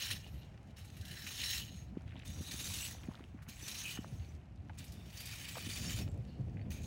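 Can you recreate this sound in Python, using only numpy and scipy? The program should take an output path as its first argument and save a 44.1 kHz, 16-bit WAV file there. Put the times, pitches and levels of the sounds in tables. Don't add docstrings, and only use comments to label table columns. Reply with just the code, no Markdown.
import sys
import numpy as np
from scipy import signal
from scipy.fft import rfft, irfft, next_fast_len
from scipy.io import wavfile
from scipy.ndimage import uniform_filter1d, map_coordinates

SR = 44100
rng = np.random.default_rng(int(sys.argv[2]) if len(sys.argv) > 2 else 0)


def materialize(psi):
    bounded = np.clip(np.atleast_2d(psi).T, -1, 1)
    quanta = np.round(bounded * 32767).astype(np.int16)
    wavfile.write(sys.argv[1], SR, quanta)


def linear_from_db(decibels):
    return 10 ** (np.asarray(decibels, float) / 20)


N = 302526

# (time [s], scrape level [dB])
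STROKE_PRESSURE = [
    [(0.0, -44), (0.106, -46), (0.116, -41), (0.186, -61), (0.47, -75.5), (0.56, -90), (0.716, -74),
     (0.75, -92), (0.767, -66)],
    [(0.77, -61), (0.9, -67), (1.4, -46.5), (1.54, -41.5), (1.62, -51.5), (1.708, -61.5), (1.83, -65.5),
     (1.93, -82), (2.245, -76.5)],
    [(2.254, -57.5), (2.362, -60.5), (2.538, -51), (2.862, -44.5), (2.978, -64), (3.418, -82.5),
     (3.428, -64.5), (3.466, -92), (3.488, -53)],
    [(3.491, -50), (3.52, -60.5), (3.61, -59), (3.66, -50), (3.92, -50), (3.99, -63), (4.34, -71.5),
     (4.5, -96), (4.77, -70.5)],
    [(4.784, -54.5), (4.826, -62.5), (5.078, -66.5), (5.19, -52), (5.6, -51.5), (5.93, -47), (6.0, -49),
     (6.1, -73.5), (6.7, -79.5)],
]
# (time [s], scrape level [dB])
LAST_STROKE_PRESSURE = [
    (6.707, -54.5),
    (6.813, -63.5),
    (6.86, -59.5),
]
LIFTS = [.62, 2.0, 3.3, 4.55, 6.69]
# (grit brightness [dB], stone weight [dB])
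FAN_ANGLES = [(-2.5, 0), (-4.5, -3.5), (-1.5, -2), (-3.5, 0.5), (-4.5, -0.5), (-4, -1)]
# (frequency [Hz], bandwidth [Hz], level [dB])
TINE_MODES = [(1850, 142, 0.5), (2420, 174, 1.5), (2900, 262, -1), (3646, 155, -1.5), (4020, 230, -3),
              (4655, 147, -5), (5450, 114, -2.5), (5920, 75, -3), (6500, 173, -2.5), (7100, 210, -10.5),
              (7720, 74, -8), (9400, 193, -5.5), (14400, 430, -10.5), (15600, 170, -10.5)]
# (time within the stroke [s], tine [Hz], extra level [dB])
TINE_TILTS = [(.1, 1850, 4.5), (.1, 2900, 9.5), (.1, 4020, 6), (.1, 5450, 5), (.1, 7720, -18),
              (1.3, 1850, 4), (1.3, 2900, 6), (1.3, 4020, 3.5), (1.3, 4655, -12), (1.3, 5920, -7),
              (1.3, 7720, -25), (1.3, 9400, -4.5), (2.6, 2420, -1.5), (2.6, 3646, 1.5), (2.6, 5450, -2),
              (2.6, 6500, 2), (2.6, 7720, 5), (2.6, 5920, 2.5), (2.6, 14400, -21), (3.8, 5920, 3.5),
              (3.8, 6500, 2.5), (3.8, 7720, 6.5), (3.8, 3646, -1.5), (3.8, 1850, -2.5), (5.5, 2420, 2),
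              (5.5, 4655, 2.5), (5.5, 5450, -3), (5.5, 6500, -2.5), (5.5, 1850, -0.5), (5.5, 4020, -6),
              (5.5, 5920, -1.5), (5.5, 7720, 1.5), (6.8, 2420, 2.5), (6.8, 6500, 7), (6.8, 5450, -20),
              (5.5, 9400, -2), (2.6, 1850, -3), (.1, 6500, 0)]
# (frequency [Hz], density [dB per Hz])
GRIT_COLOUR = [(410, -8), (700, -8.5), (1240, -3.5), (2940, 1.5), (4020, -4), (4340, -4), (6590, -8.5),
               (8450, -9), (9380, -11), (10100, -8.5), (15800, -13.5)]
# (time [s], peak level [dB])
STONE_HEAPS = [(1.1103, -53), (1.1692, -52), (1.265, -32), (1.3039, -37.5), (1.3528, -38),
               (1.3852, -36), (1.4331, -28), (1.498, -25), (1.534, -26), (1.576, -27),
               (2.4712, -60), (2.5116, -33.5), (2.555, -63), (2.595, -32), (2.641, -31), (2.6897, -46),
                   (2.731, -27), (2.7685, -35), (2.7979, -33), (2.8463, -33), (2.8995, -39),
               (3.559, -57), (3.6236, -40), (3.676, -34), (3.742, -33), (3.781, -35), (3.8307, -38),
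                    (3.8766, -33.5), (3.9044, -34),
               (5.2514, -45), (5.319, -32.5), (5.3621, -61), (5.4165, -59), (5.48, -34),
                      (5.5786, -45), (5.62, -42), (5.6579, -39), (5.689, -34), (5.7308, -36), (5.7677, -39),
                      (5.8156, -36), (5.8789, -34), (5.9054, -33), (5.9438, -50), (5.9787, -36)]
# (start [s], end [s], frequency [Hz], bandwidth [Hz], level [dB])
SINGING_TINES = [(.25, .48, 12800, 1500, -73), (1.017, 1.33, 1700, 300, -57.5),
                 (1.34, 1.61, 1900, 200, -57), (1.005, 1.27, 4020, 200, -63), (1.035, 1.2, 3000, 300, -62),
                 (1.01, 1.2, 5670, 250, -65), (1.338, 1.786, 2950, 200, -53.5),
                 (1.415, 1.58, 4020, 200, -50), (1.417, 1.6, 5450, 200, -48.5),
                 (1.526, 1.89, 6550, 160, -61.5), (1.44, 1.58, 9400, 100, -58),
                 (2.244, 2.77, 6500, 110, -62), (2.25, 2.35, 3620, 200, -61),
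                 (2.303, 2.502, 5800, 140, -61), (2.385, 2.604, 3830, 200, -55.5),
                 (2.588, 2.777, 7400, 150, -55), (2.76, 3.05, 5970, 140, -62),
                 (2.786, 2.93, 7800, 200, -51.5), (2.8, 2.9, 2660, 250, -50),
                 (3.613, 3.718, 6000, 130, -52.5), (3.817, 4.02, 2935, 150, -49.5),
                 (3.831, 3.944, 2510, 150, -46.5), (4.014, 4.296, 6500, 150, -76),
                 (4.2, 4.3, 4420, 150, -74), (5.16, 5.298, 4680, 200, -56), (5.167, 5.703, 2390, 200, -58),
                 (5.2, 5.52, 5300, 80, -66), (5.348, 5.5, 1900, 100, -62), (5.4, 5.55, 7600, 150, -62),
                 (5.55, 5.7, 5450, 50, -67), (5.72, 6.094, 5470, 45, -55), (5.68, 6.02, 6500, 120, -62),
                 (5.7, 6.0, 6050, 60, -65), (5.68, 5.95, 4720, 150, -57), (5.77, 6.05, 7060, 150, -53.5),
                 (6.07, 6.198, 7550, 150, -75), (6.247, 6.46, 4350, 500, -73),
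                 (6.265, 6.40, 2900, 250, -72), (5.65, 6.0, 9400, 250, -59), (0, 0.126, 1560, 250, -57)]
# (time [s], rumble level [dB])
WIND_STRENGTH = [(0, -56.5), (.2, -51), (.65, -54), (1.0, -51.5), (1.3, -53), (1.7, -50.5), (2.2, -50.5),
                 (2.6, -50), (3.2, -53), (3.8, -53), (4.2, -51), (4.5, -53), (5.6, -51.5), (5.8, -46.5),
                 (6.2, -43), (6.3, -51), (6.45, -44), (6.86, -46)]
# (frequency [Hz], density [dB per Hz])
RUMBLE_COLOUR = [(13, -42), (22, -36), (46, -2.5), (77, 2.5), (103, -0.5), (170, -9), (220, -32.5),
                 (370, -120)]
FLUTTER_COLOUR = [(65, -55), (110, -3), (166, -0.5), (200, -1.5), (421, -19), (699, -22), (1080, -40),
                  (1300, -48), (1690, -63), (2860, -120)]
# (frequency [Hz], density [dB per Hz])
AIR_COLOUR = [(150, -20), (250, -2), (459, -11.5), (746, -7.5), (1070, -15.5), (2890, -20), (3490, -29),
              (6520, -33.5), (10100, -40.5), (15800, -49)]
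# (time [s], peak level [dB], pitch [Hz], length [s])
EDDY_THUMPS = [(0.094, -37.5, 100, 0.066), (0.342, -40, 69.5, 0.054), (0.809, -41.5, 95, 0.08),
               (0.998, -35, 99.3, 0.033), (1.558, -43, 64.6, 0.094), (2.045, -40, 98, 0.068),
               (2.287, -40, 80, 0.06), (2.375, -35.5, 84, 0.06), (2.67, -42.5, 93.3, 0.087),
               (2.773, -45, 77, 0.042), (3.245, -50, 70.0, 0.06), (3.751, -45, 88.8, 0.054),
               (4.193, -35, 80, 0.066), (4.337, -39, 80.7, 0.04), (4.581, -40, 82.5, 0.043),
               (4.681, -43.5, 78, 0.048), (4.886, -44, 67, 0.06), (5.134, -43, 105, 0.044),
               (5.314, -47, 112.7, 0.06), (5.762, -37, 83.4, 0.042), (5.799, -34.5, 108, 0.044),
               (5.859, -38.5, 169, 0.041), (5.942, -32, 97.5, 0.035), (6.038, -35, 96, 0.053),
               (6.177, -34, 120, 0.047), (6.396, -31.5, 127, 0.047), (6.429, -36, 114, 0.051),
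               (6.627, -40, 82.6, 0.053), (6.699, -36.5, 87, 0.054), (6.799, -38, 80.7, 0.065)]
# (time [s], peak level [dB], pitch [Hz], sharp crack level [dB])
STONE_CATCHES = [(0.1097, -28, 2960, -31), (0.7695, -65, 3880, -10), (0.7816, -52.5, 1880, -8),
                 (0.8455, -55, 1780, -4.5), (0.9667, -52.5, 1850, -5.5), (1.0101, -48, 4200, -13),
                 (1.0505, -45, 3700, -9), (1.0796, -49, 5670, -6), (1.1692, -55, 3910, -5),
                 (1.265, -35.5, 2160, -17), (1.4329, -32, 2740, -19), (2.2538, -67, 6400, -14),
                 (2.276, -46, 6450, -27), (2.5113, -37, 4000, -38), (2.592, -54, 6450, -29),
                 (3.4202, -52, 1690, -14), (3.463, -56, 1780, -36), (3.491, -63, 4100, -14),
                 (3.6237, -60, 6050, -15), (3.679, -36, 5910, -19), (4.785, -43.5, 6070, -16),
                 (4.8404, -50.5, 3300, -4), (4.8788, -52, 4660, -13), (4.9197, -51, 4550, -5.5),
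                 (5.1243, -56, 3520, -27), (5.172, -43, 4850, -11), (5.2008, -44, 2490, -2.5),
                 (5.2543, -47, 4700, 1), (6.7137, -47.5, 2500, -8), (6.8294, -53, 5840, -19),
                 (1.1106, -46, 2890, -8), (2.471, -45, 3790, -20), (2.6077, -41, 4500, -15),
                 (3.7401, -61, 2630, -23), (5.0117, -62, 3510, -10), (5.056, -54, 3490, -12),
                 (5.1016, -54, 4890, -17)]
# (start [s], end [s], rate [grains/s], level [dB], pitch [Hz])
GRIT_PATCHES = [(2.069, 2.235, 780, -63.5, 2300), (0.14, .6, 165, -70, 4500), (1.62, 2.0, 170, -74, 3900),
                (2.951, 3.25, 244, -61.5, 2500), (4.03, 4.75, 150, -70.5, 4000), (6.2, 6.7, 146, -70, 2700),
                (1.95, 2.08, 420, -68.5, 2200), (2.35, 2.75, 400, -63, 1260), (2.8, 3.2, 400, -65.5, 1100),
                (3.36, 3.5, 450, -64.5, 1330)]
# (time [s], peak level [dB], lowest [Hz], highest [Hz], decay to -60 dB [s])
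FINGER_TAPS = [(1.967, -51, 396, 970, 0.02), (2.007, -58, 296, 1300, 0.041), (2.156, -52, 350, 920, 0.036),
               (3.973, -49.5, 600, 2200, 0.051), (4.044, -41.5, 445, 1310, 0.016),
               (4.695, -54, 600, 2530, 0.046), (5.554, -43, 596, 2800, 0.036), (5.568, -40, 396, 950, 0.04),
               (5.58, -44, 500, 3000, 0.026), (.264, -56.5, 550, 950, .03), (.5762, -62, 600, 3000, 0.011),
               (3.09, -56, 500, 895, .04), (4.699, -52, 550, 1100, 0.036)]
# (time [s], peak level [dB], pitch [Hz])
PEBBLE_CRUNCHES = [(0.2645, -45, 2990), (0.4404, -54, 3030), (0.5433, -49.5, 2060), (0.5756, -56, 2160),
                   (2.0777, -46, 2580), (2.091, -50, 2900), (2.1073, -45, 2230), (2.1206, -45, 1850),
                   (2.155, -47, 2440), (2.1647, -42, 2550), (2.175, -45, 2950), (2.1974, -39, 2590),
                   (2.214, -48, 1950), (2.222, -46, 3250), (2.2314, -63, 2980), (3.033, -43.5, 2400),
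                   (3.1086, -47, 2000), (3.1512, -54, 2490), (3.1739, -48, 1720), (3.389, -47.5, 1870),
                   (4.1969, -49, 2960), (4.414, -57, 2040), (6.0764, -45, 1980), (6.2507, -54, 2880),
                   (6.4974, -58, 1780), (6.57, -45, 1990), (6.5938, -45, 1850), (6.6138, -44.5, 2000),
                   (6.6617, -48, 2040)]
# (time [s], peak level [dB], pitch [Hz])
GRIT_DRIPS = [(.4614, -63, 5160), (.541, -64, 5000), (.576, -52, 3500), (.63, -59, 7600),
              (.6729, -60, 6390), (.686, -67, 6000), (.708, -64, 7370), (.8134, -57, 5630),
              (.9014, -45, 5550), (.9344, -56, 5530), (1.952, -66, 4000), (2.009, -54, 3500),
              (2.0193, -58, 5910), (2.078, -57, 5000), (2.0924, -60, 4610), (2.1615, -61, 5910),
              (2.1924, -48, 5910), (3.1874, -57, 6040), (4.0617, -56, 6940), (4.238, -60, 3000),
              (4.2807, -58, 6400), (4.3091, -60, 5940), (4.327, -69, 2500), (4.3505, -53, 4820),
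              (4.4563, -59, 3500), (4.559, -58, 5850), (6.0774, -44, 3000), (6.0874, -54, 7760),
              (6.1155, -52, 7520), (6.1424, -55, 7360), (6.1754, -57, 9270), (6.2218, -65, 5100),
              (6.2507, -53, 4650), (6.3484, -72, 4520), (6.409, -55, 4500), (6.4961, -58, 4860),
              (6.594, -58, 3000), (6.614, -59, 3000)]
# (time [s], peak level [dB], pitch [Hz], length [s])
CASING_BUMPS = [(1.743, -42.5, 155, 0.038), (1.971, -26.5, 230, 0.0057), (2.408, -33.5, 213, 0.0075),
                (2.542, -32.5, 156, 0.0048), (3.085, -28, 199, 0.0096), (3.206, -36, 203, 0.0044),
                (3.344, -38.5, 210, 0.014), (3.487, -42, 203, 0.0086), (3.989, -28.5, 209, 0.0084),
                (4.12, -33, 109, 0.04), (5.666, -37.5, 242, 0.017), (2.07, -54, 234, 0.012),
                (2.154, -48, 200, 0.016), (2.297, -44, 180, .012), (2.49, -46, 228, .01),
                (3.037, -47, 234, 0.0093), (3.627, -47.5, 282, 0.013), (4.126, -45, 300, 0.0063),
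                (4.285, -46, 253, 0.01), (4.7, -44, 180, 0.01), (5.69, -42, 250, 0.011),
                (6.403, -43, 231, 0.015)]
# (time [s], length [s], first pitch [Hz], last pitch [Hz], level [dB])
BIRD_WHISTLE = (6.607, .024, 4200, 4600, -68)


def unit(x):
    return x / np.sqrt(np.mean(x ** 2) + 1e-20)


def curves(rows):
    s, *cols = np.transpose(rows)
    return [np.interp(np.arange(N) / SR, s, c) for c in cols]


def wobble(rate):
    knots = rng.standard_normal(int(N * rate / SR) + 4)
    at = np.arange(0, N + 32, 32) * rate / SR
    return map_coordinates(knots, [at]).repeat(32)[:N]


def filtered(x, response):
    m = next_fast_len(N + 8192)
    return irfft(rfft(x, m) * response(np.fft.rfftfreq(m, 1 / SR) + 1), m)[:N]


def coloured(x, spectrum):
    f, v = np.transpose(spectrum)
    return unit(filtered(x, lambda hz: linear_from_db(np.interp(np.log(hz), np.log(f), v))))


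def ring(x, hz, width_hz):
    return signal.lfilter(*signal.iirpeak(min(hz, SR / 2 - 1000), hz / width_hz, SR), x)


def burst(t, low_hz, high_hz, t60):
    band = signal.butter(3, [low_hz, min(high_hz, SR / 2 - 1000)], "band", fs=SR, output="sos")
    return linear_from_db(-60 * t / t60) * unit(signal.sosfilt(band, rng.standard_normal(len(t))))


def place(out, s, sound):
    out[round(s * SR):][:len(sound)] += sound


def contacts(rate, spread_db, smooth):
    hit, size = rng.random(N), rng.standard_normal(N)
    sign, sand = rng.standard_normal(N), rng.standard_normal(N)
    stones_met = (hit < rate / SR) * linear_from_db(spread_db * size) * sign
    return unit(unit(stones_met) + smooth * sand)


def jolts(rate, fade_s, depth):
    hit, size = rng.random(N), rng.random(N)
    slip = signal.lfilter([1], [1, -np.exp(-1 / (fade_s * SR))], (hit < rate / SR) * size)
    return 1 + depth * slip


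def patches(x, depth_db, bins, frames):
    z = signal.stft(x, nperseg=256)[2]
    field = uniform_filter1d(rng.standard_normal(z.shape), bins, axis=0)
    field = uniform_filter1d(field, frames, axis=1)
    return signal.istft(z * linear_from_db(depth_db * unit(field)), nperseg=256)[1][:N]


def rake():
    scrape_db, = curves(np.vstack(STROKE_PRESSURE + [LAST_STROKE_PRESSURE]))
    stroke = np.searchsorted(LIFTS, np.arange(N) / SR)
    clumps = jolts(rate=83, fade_s=0.0092, depth=0.057) * jolts(rate=300, fade_s=0.0047, depth=0.58)
    clumps = clumps * linear_from_db(0.25 * wobble(120))
    shared = contacts(rate=3500, spread_db=2.5, smooth=0.96)

    firm_db = -57.5
    harder_db, lighter_db = np.maximum(scrape_db - firm_db, 0), np.maximum(firm_db - scrape_db, 0)
    bright_db, weight_db = np.transpose(FAN_ANGLES)[:, stroke]
    bright_db = bright_db - 0.068 * harder_db - 0.27 * lighter_db
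    weight_db = weight_db - 0.21 * harder_db + 0.11 * lighter_db

    lean_db = np.zeros((len(TINE_MODES), len(FAN_ANGLES)))
    for s, hz, db in TINE_TILTS:
        nearest = np.argmin([abs(mode[0] - hz) for mode in TINE_MODES])
        lean_db[nearest, np.searchsorted(LIFTS, s)] = db

    tines = 0
    for (hz, width_hz, db), extra_db in zip(TINE_MODES, lean_db):
        pluck = 0.17 * shared + np.roll(shared, rng.integers(N))
        pair = 0
        for k in (-1, 1):
            force = linear_from_db(3.5 * wobble(20)) * clumps * np.roll(pluck, 999 * k)
            pair = pair + ring(force, hz + 0.45 * k * width_hz, 0.66 * width_hz)
        tines = tines + linear_from_db(db + extra_db[stroke]) * pair

    ring_db = 2.5 - 0.1 * lighter_db
    sound = coloured(clumps * shared, GRIT_COLOUR) + linear_from_db(ring_db) * unit(tines)
    sound = patches(sound, depth_db=1.7, bins=9, frames=6)

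    def under(edge_hz):
        return filtered(sound, lambda hz: 1 / (1 + (hz / edge_hz) ** 8))

    low, most = under(3500), under(8500)
    balanced = linear_from_db(weight_db) * unit(low) + unit(most - low) + linear_from_db(bright_db) * unit(sound - most)
    return (linear_from_db(scrape_db - 3.5) + heaps()) * balanced


def singing_tines():
    out = np.zeros(N)
    for start, end, hz, width_hz, db in SINGING_TINES:
        span = np.arange(round(start * SR), round(end * SR))
        swell = np.sin(np.pi * np.linspace(0, 1, len(span)) ** 0.72)
        noise = rng.standard_normal(N // 4)[np.arange(N) % (N // 4)]
        scrape = (linear_from_db(3.2 * wobble(35)) * noise)[span]
        out[span] += linear_from_db(db - 2.0) * swell * unit(ring(ring(scrape, hz, width_hz), hz, 3 * width_hz))
    return out


def wind():
    rumble_db, = curves(WIND_STRENGTH)
    mean_db = rumble_db.mean()
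    slow_db = uniform_filter1d(rumble_db, round(0.19 * SR)) - mean_db
    flutter_db = mean_db - 5.5 + 1.47 * slow_db
    rumble = coloured(linear_from_db(0.67 * wobble(29)) * rng.standard_normal(N), RUMBLE_COLOUR)
    flutter = coloured(linear_from_db(2.83 * wobble(25)) * rng.standard_normal(N), FLUTTER_COLOUR)
    return linear_from_db(rumble_db) * rumble + linear_from_db(flutter_db) * flutter


def air():
    return linear_from_db(-67 + 1.1 * wobble(4.0)) * coloured(rng.standard_normal(N), AIR_COLOUR)


def eddies():
    out, t = np.zeros(N + SR), np.arange(SR // 4) / SR
    for (s, db, hz, length), turn in zip(EDDY_THUMPS, rng.random(len(EDDY_THUMPS))):
        u = np.clip(t / length, 0, 1)
        swell = np.sin(np.pi * u ** 0.56)
        place(out, s, linear_from_db(db - 2.5) * swell * np.sin(2 * np.pi * (hz * t + turn)))
    return out[:N]


def stones():
    out, t = np.zeros(N + SR), np.arange(SR // 10) / SR
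    for s, db, hz, crack_db in STONE_CATCHES:
        knock = burst(t, hz / 1.5, hz * 1.5, t60=0.04)
        crack = linear_from_db(crack_db + 2.0) * burst(t, low_hz=2500, high_hz=14500, t60=0.13)
        place(out, s, linear_from_db(db - 2.5) * (knock + crack) * (1 - np.exp(-t / 0.0018)))
    return out[:N]


def crackle():
    out, t = np.zeros(N + SR), np.arange(400) / SR
    octaves, cycles, spread_db = 0.35, 1.6, 3.5
    for start, end, rate, db, hz in GRIT_PATCHES:
        when, pitch, size = rng.random((200, 3)).T
        when = start + np.cumsum(-np.log(when)) / rate
        pitch = np.minimum(hz * 2 ** (octaves * (2 * pitch - 1) * 2), SR / 3)[:, None]
        size = (when < end) * linear_from_db(db - spread_db * np.log(size))
        grains = size[:, None] * np.sin(2 * np.pi * pitch * t) * np.exp(-t * pitch / cycles)
        at = np.minimum(np.round(when * SR), N).astype(int)[:, None] + np.arange(len(t))
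        out += np.bincount(at.ravel(), grains.ravel(), len(out))
    return out[:N]


def finger_taps():
    out, t = np.zeros(N + SR), np.arange(SR // 10) / SR
    for s, db, low_hz, high_hz, t60 in FINGER_TAPS:
        place(out, s, linear_from_db(db + 4.0) * burst(t, low_hz, high_hz, t60) * (1 - np.exp(-t / 0.00086)))
    return out[:N]


def tick(db, low_hz, high_hz, t60):
    t = np.arange(SR // 10) / SR
    return linear_from_db(db - 7.5) * burst(t, low_hz, high_hz, t60) * (1 - np.exp(-t / 0.0004))


def pebbles():
    out = np.zeros(N + SR)
    span, t60, after_s, after_db = 1.38, 0.019, 0.01, -9
    for s, db, hz in PEBBLE_CRUNCHES:
        place(out, s, tick(db, hz / span, hz * span, t60))
        for wait in rng.exponential(size=2):
            later = s + after_s * (0.51 + wait)
            place(out, later, tick(db + after_db, hz / span, hz * span, t60))
    return out[:N]


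def drips():
    out, span = np.zeros(N + SR), 2.2
    for s, db, hz in GRIT_DRIPS:
        centre_hz = 0.66 * hz
        place(out, s, tick(db, centre_hz / span, centre_hz * span, t60=0.018))
    return out[:N]


def heaps():
    out, t = np.zeros(N + SR), np.arange(SR // 5) / SR
    rise_s, fade_s = 0.0078, 0.017
    load = (1 - np.exp(-t / rise_s)) * np.exp(-t / fade_s)
    for s, db in STONE_HEAPS:
        place(out, s, linear_from_db(db - 17) * load)
    return out[:N]


def bumps():
    out, t = np.zeros(N + SR), np.arange(SR // 10) / SR
    for s, db, hz, length in CASING_BUMPS:
        u = np.clip(t / length, 0, 1)
        swing = np.sin(2 * np.pi * hz * t * (1.55 - 0.6 * u))
        place(out, s, linear_from_db(db) * np.sin(np.pi * u) * (1 - u / 2) * swing)
    return out[:N]


def bird():
    s, length, from_hz, to_hz, db = BIRD_WHISTLE
    u = np.clip((np.arange(N) / SR - s) / length, 0, 1)
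    pitch = to_hz + (from_hz - to_hz) * (1 - u) ** 2
    return linear_from_db(db) * np.sin(np.pi * u) * np.sin(2 * np.pi * np.cumsum(pitch) / SR)


def scene():
    gravel = rake() + singing_tines() + stones() + crackle() + pebbles() + drips()
    handling = finger_taps() + bumps()
    return (gravel + handling + wind() + eddies() + bird() + air())[None]


def band_limit(x):
    return signal.sosfilt(signal.butter(12, 16790, fs=SR, output="sos"), x)


def record(dry):
    top_hz, bass_hz = 15830, 40
    heard = filtered(dry[0], lambda hz: (hz < top_hz) / (1 + (bass_hz / hz) ** 4))
    return band_limit(heard[None])


dry = scene()
out = record(dry)
materialize(out)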